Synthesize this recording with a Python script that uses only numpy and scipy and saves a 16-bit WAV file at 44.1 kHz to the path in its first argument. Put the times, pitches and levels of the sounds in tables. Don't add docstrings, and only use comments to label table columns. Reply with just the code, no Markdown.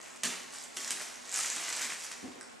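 import sys
import numpy as np
from scipy import signal
from scipy.fft import rfft, irfft, next_fast_len
from scipy.io import wavfile
from scipy.ndimage import uniform_filter1d

SR = 44100
rng = np.random.default_rng(int(sys.argv[2]) if len(sys.argv) > 2 else 0)


def bounce(signal):
    frames = np.transpose(np.atleast_2d(signal))
    limited = np.clip(frames, -1, 1)
    pcm = np.round(limited * 32767).astype(np.int16)
    wavfile.write(sys.argv[1], SR, pcm)


N = 114660

# frequency_hz, level_db
BACKGROUND_SPECTRUM = [(20, -21), (60, -15), (120, -14.5), (190, -6), (240, -4), (320, -5), (500, -3),
                       (1000, -7), (1400, -11), (4000, -21.5), (8000, -28), (12500, -33)]
# frequency_hz, side_minus_mid_db
BACKGROUND_WIDTH = [(60, 5), (200, 8.5), (450, 9.5), (800, 3), (1500, 13), (4000, 28), (8000, 20)]
# frequency_hz, level_db
VENT_TONES = [(241, -69.5), (961, -81), (1080, -70)]
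BACKGROUND_DB = -53

# frequency_hz, t60_s
ROOM_T60 = [(150, 0.4), (400, 0.97), (1500, 0.79), (4000, 0.91), (8000, 0.69), (12000, 0.76)]
# frequency_hz, side_minus_mid_db
ROOM_WIDTH = [(100, 3.5), (300, -5), (600, -6.5), (1000, -11), (1800, -24), (3500, -13), (5500, -14),
              (7000, -8.5), (8500, 0), (9800, -2), (12000, -7)]
# frequency_hz, right_minus_left_db
BALANCE = [(100, 1), (300, 1), (700, 0.5), (2500, 0), (5000, 0.5), (8000, 1.6), (12000, -0.5)]
TAIL_DB, WALLS_DB, BUILD_S = 2, -3.5, 0.00033
TOP_HZ = 12550

# start_s, level_db
TICKS = [(2.411, -31.5), (2.429, -40.5)]
# frequency_hz, level_db, t60_s
ORNAMENT_MODES = [(1570, 1.5, 0.011), (1880, -8.5, 0.011), (5370, 9, 0.0026), (8040, 10, 0.0029),
                  (8700, 3.5, 0.0025)]
# start_s, level_db
KNOCKS = [(2.229, -32.5), (2.239, -27), (2.279, -37.5)]
# frequency_hz, level_db, t60_s
TABLE_MODES = [(103, -15.5, 0.11), (157, -11, 0.07), (217, -4.5, 0.05), (257, -1.5, 0.063),
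               (288, 2.5, 0.044), (361, -1.5, 0.054), (451, -7, 0.045), (740, -6, 0.034), (1044, -9, 0.03)]

# start_s, level_db, pitch_hz
POPS = [(0.0602, -41, 2430), (.161, -39, 8100), (0.4336, -39, 6240), (0.5058, -41, 6500),
        (0.5495, -40, 7200), (0.638, -34, 7750), (0.6405, -36, 7030), (.767, -30, 5630), (.782, -43, 7700),
        (.817, -37, 7700), (.846, -29, 5350), (0.876, -32, 1790), (0.9171, -24, 8200), (1.005, -34.5, 1940),
        (1.1573, -37.5, 6060), (1.2936, -32, 6900), (1.319, -30, 7800), (1.342, -22, 7200),
        (1.3602, -23.5, 6100), (1.3745, -21.5, 8200), (1.39, -21.5, 8500), (1.3915, -28.5, 1270),
        (1.4006, -25.5, 7140), (1.4092, -28.5, 6800), (1.4353, -23, 6900), (1.447, -28, 1990),
        (1.4614, -24.5, 6900), (1.5012, -22, 6850), (1.5632, -26.5, 7700), (1.6904, -29, 7760),
        (1.7955, -27.5, 1940), (1.812, -27, 2070), (1.903, -29, 2390), (1.9222, -28.5, 1870),
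        (2.0655, -32.5, 5360), (2.1186, -32.5, 7340), (2.1259, -36.5, 5450)]
POP_CYCLES, POP_CRACK_DB = 2.13, 0
POP_TILT_DB, POP_MID_HZ = 2, 5000

# start_s, crack_db, tilt_db_per_octave, thump_db
SNAPS = [(0.2344, -19, -1.5, -33), (0.236, -18, 2.5, -34), (0.2451, -24, -3, -36), (0.258, -26, -2, -35),
         (0.7702, -22.5, -1.4, -37.5), (0.9068, -17.5, 0.4, -35), (1.8289, -27.5, -2, -41),
         (2.1152, -28.5, -2.5, -54)]
# frequency_hz, level_db, t60_s
BASE_MODES = [(183.8, 0.5, 0.37), (241.7, 7, 0.2), (277, 11, 0.094), (376.6, 7.5, 0.12), (419.7, 2, 0.33),
              (692, 0, 0.21)]
# frequency_hz, level_db
CRACK_SPECTRUM = [(20, -69), (100, -25), (300, -12), (900, -6), (1600, -0.5), (2600, 3.5), (3900, -1.5),
                  (5600, 1.5), (8200, 5), (10500, -5.5), (12500, -12)]
SNAP_DECAY_S = 0.0039

# start_s, tinsel_level_db, leaves_level_db
HANDLING = [(0, -50, -52), (.16, -55, -55), (.22, -58, -63), (0.252, -33, -49), (.33, -57, -41.5),
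            (.39, -87, -59.5), (.5, -56, -56), (0.539, -44, -50), (.63, -47.5, -56.5), (.68, -72, -56.5),
            (.76, -47, -57), (.78, -42.5, -49), (.84, -43, -49.5), (.88, -40, -45.5), (.97, -52, -50),
            (1.01, -39, -43), (1.05, -48.5, -55), (1.19, -55, -55), (1.3, -45.5, -52), (1.348, -33, -42),
            (1.45, -38.5, -47), (1.54, -40.5, -44), (1.65, -40, -44), (1.75, -37, -42), (1.78, -39.5, -43),
            (1.84, -34, -44.5), (1.88, -47, -47.5), (1.919, -40.5, -44.5), (1.96, -49.5, -65),
            (2.05, -41, -49.5), (2.1, -60, -54.5), (2.181, -54.5, -57), (2.33, -58.5, -56.5),
            (2.6, -62, -62.5)]
# frequency_hz, level_db
TINSEL_SPECTRUM = [(200, -26), (1500, -8), (3500, -10), (5000, -5.5), (6500, -2.5), (7800, -1.4),
                   (9200, -8), (10800, -16), (12500, -11.5)]
# frequency_hz, level_db
LEAVES_SPECTRUM = [(80, -23.5), (250, -11.5), (500, -9.5), (800, -5), (1450, -3.5), (1950, -2.5),
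                   (2800, -6.5), (4000, -12), (9000, -21.5)]
CREASES_PER_S, CREASE_SPREAD_DB, CREASE_DECAY_S = 900, 4.5, 0.00022
FLURRIES_PER_S, FLURRY_DB = 80, 3


def amp(db):
    return 10 ** (np.asarray(db) / 20)


def unit(x):
    return x / np.sqrt(np.mean(x ** 2) + 1e-20)


def blow(x):
    return x * np.sqrt(SR / 1000 / np.sum(x ** 2))


def along(points, hz):
    point_hz, values = np.transpose(points)
    return np.interp(np.log(hz + 1), np.log(point_hz + 1), values)


def filtered(x, response):
    length = next_fast_len(x.shape[-1] + SR // 4)
    spectrum = rfft(x, length) * response(np.fft.rfftfreq(length, 1 / SR))
    return irfft(spectrum, length)[..., :x.shape[-1]]


def coloured(x, points, tilt_db=0, size=2048):
    hz = np.fft.rfftfreq(size, 1 / SR)
    level_db = along(points, hz) + tilt_db * np.log2(hz + 20)
    cepstrum = irfft(np.log(amp(level_db)))
    cepstrum[1:size // 2] *= 2
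    cepstrum[size // 2 + 1:] = 0
    impulse = irfft(np.exp(rfft(cepstrum)))
    return signal.fftconvolve(x, impulse)[:len(x)]


def widened(pair, width):
    def mid_side_gains(hz):
        angle = np.arctan(amp(along(width, hz)))
        return np.array([np.cos(angle), np.sin(angle)])

    mid, side = filtered(pair, mid_side_gains)
    return np.array([mid + side, mid - side])


def add(track, start_s, x):
    part = track[..., round(start_s * SR):][..., :x.shape[-1]]
    part += x[..., :part.shape[-1]]


def even(x, size=2200):
    return x / np.sqrt(np.abs(uniform_filter1d(x ** 2, size)) + 1e-20)


def ring(modes, radiate_hz=150, attack_s=0.0016):
    t = np.arange(SR // 3) / SR
    modal_sum = sum(amp(db - 60 * t / t60_s) * np.sin(2 * np.pi * hz * t) for hz, db, t60_s in modes)
    struck = modal_sum * (1 - np.exp(-t / attack_s))
    radiation = signal.butter(2, radiate_hz, "high", fs=SR, output="sos")
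    return blow(signal.sosfilt(radiation, struck))


def crack(tilt_db, splinter_db=-19):
    t = np.arange(SR // 20) / SR
    burst = amp(splinter_db) * rng.standard_normal(len(t)) * np.exp(-t / SNAP_DECAY_S)
    burst[0] = 1
    return blow(coloured(burst, CRACK_SPECTRUM, tilt_db))


def diffuse_tail():
    noise = rng.standard_normal((2, SR * 3 // 4))
    hz, frame_s, spectrum = signal.stft(noise, SR, nperseg=256)
    decay = amp(-60 * frame_s / along(ROOM_T60, hz)[:, None])
    tail = signal.istft(spectrum * decay, SR, nperseg=256)[1]
    t = np.arange(tail.shape[1]) / SR
    return tail * (1 - np.exp(-t / BUILD_S))


def room(x, wet_db=0, count=16):
    tail = diffuse_tail()
    walls = np.zeros_like(tail)
    for channel in walls:
        delay_s = .002 + .022 * rng.random(count)
        channel[(SR * delay_s).astype(int)] = rng.choice([-1, 1], count) / np.sqrt(count)
    reflections = amp(TAIL_DB) * tail / np.linalg.norm(tail[0]) + amp(WALLS_DB) * walls
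    answer = amp(wet_db) * widened(reflections, ROOM_WIDTH)
    answer[:, 0] += 1
    return signal.fftconvolve(x[None], answer / np.linalg.norm(answer[0]), axes=1)


def moving(x, count=26):
    out, hop = np.zeros((2, N)), N // count
    for start in range(0, N, hop):
        add(out, start / SR, room(x[start:start + hop], wet_db=-1.5))
    return out


def vent_tone(hz, width_hz=6):
    return unit(filtered(rng.standard_normal(N), lambda f: 1 / (1 + ((f - hz) / width_hz) ** 2)))


def background():
    noise = filtered(rng.standard_normal((2, N)), lambda hz: amp(along(BACKGROUND_SPECTRUM, hz)))
    hiss = unit(widened(noise, BACKGROUND_WIDTH))
    tones = sum(amp(db) * vent_tone(hz) for hz, db in VENT_TONES)
    return amp(BACKGROUND_DB) * hiss + tones


def ornament_ticks():
    out = np.zeros((2, N))
    for start_s, level_db in TICKS:
        tick = amp(level_db) * ring(ORNAMENT_MODES, attack_s=0.00023)
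        add(out, start_s, room(tick, wet_db=-0.5))
    return out


def knocks():
    out = np.zeros((2, N))
    for start_s, level_db in KNOCKS:
        thump = amp(level_db) * ring(TABLE_MODES, radiate_hz=112, attack_s=.002)
        add(out, start_s, room(thump, wet_db=5))
    return out


def pops():
    out, t = np.zeros((2, N)), np.arange(SR // 20) / SR
    for start_s, level_db, pitch_hz in POPS:
        fade = np.exp(-t * pitch_hz / POP_CYCLES)
        motion = fade * (1 - fade ** 4) * np.sin(2 * np.pi * pitch_hz * t)
        ping = np.diff(motion, prepend=0)
        edge = crack(tilt_db=POP_TILT_DB * np.log2(pitch_hz / POP_MID_HZ), splinter_db=-19.5)
        pop = blow(blow(ping) + amp(POP_CRACK_DB) * edge)
        add(out, start_s, room(amp(level_db) * pop, wet_db=-1))
    return out


def snaps():
    out = np.zeros((2, N))
    for start_s, crack_db, tilt_db, thump_db in SNAPS:
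        contact = amp(thump_db) * ring(BASE_MODES)
        add(contact, 0, amp(crack_db) * crack(tilt_db))
        add(out, start_s, room(contact))
    return out


def creases(lo_hz, hi_hz, count=9000, size=96):
    when, pitch, phase, keep = rng.random((count, 4)).T[:, :, None]
    flurries = rng.uniform(-1, 1, count)
    flurry_db = FLURRY_DB * flurries[(when * N / SR * FLURRIES_PER_S).astype(int)]
    size_db = CREASE_SPREAD_DB * np.minimum(rng.exponential(size=(count, 1)), 2.4)
    kept = keep < CREASES_PER_S * N / SR / count
    gain = amp(size_db + flurry_db) * kept
    t = np.arange(size) / SR
    pitch_hz = lo_hz + (hi_hz - lo_hz) * pitch
    grains = gain * np.exp(-t / CREASE_DECAY_S) * np.cos(2 * np.pi * (pitch_hz * t + phase))
    positions = (when * N).astype(int) + np.arange(size)
    return np.bincount(positions.ravel(), grains.ravel())[:N]


def crinkle():
    start_s, tinsel_db, leaves_db = np.transpose(HANDLING)
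    t = np.arange(N) / SR
    tinsel = even(coloured(creases(2240, 11380), TINSEL_SPECTRUM))
    leaves = even(coloured(creases(550, 5900), LEAVES_SPECTRUM))
    tinsel_gain = amp(np.interp(t, start_s, tinsel_db))
    leaves_gain = amp(np.interp(t, start_s, leaves_db))
    return tinsel_gain * tinsel + leaves_gain * leaves


def scene():
    handled = ornament_ticks() + knocks() + pops() + snaps() + moving(crinkle())
    return filtered(background() + handled, lambda hz: amp(np.outer([-.5, .5], along(BALANCE, hz))))


def record(dry):
    return filtered(dry, lambda hz: 1 / np.sqrt(1 + (hz / TOP_HZ) ** 300))


dry = scene()
out = record(dry)
bounce(out)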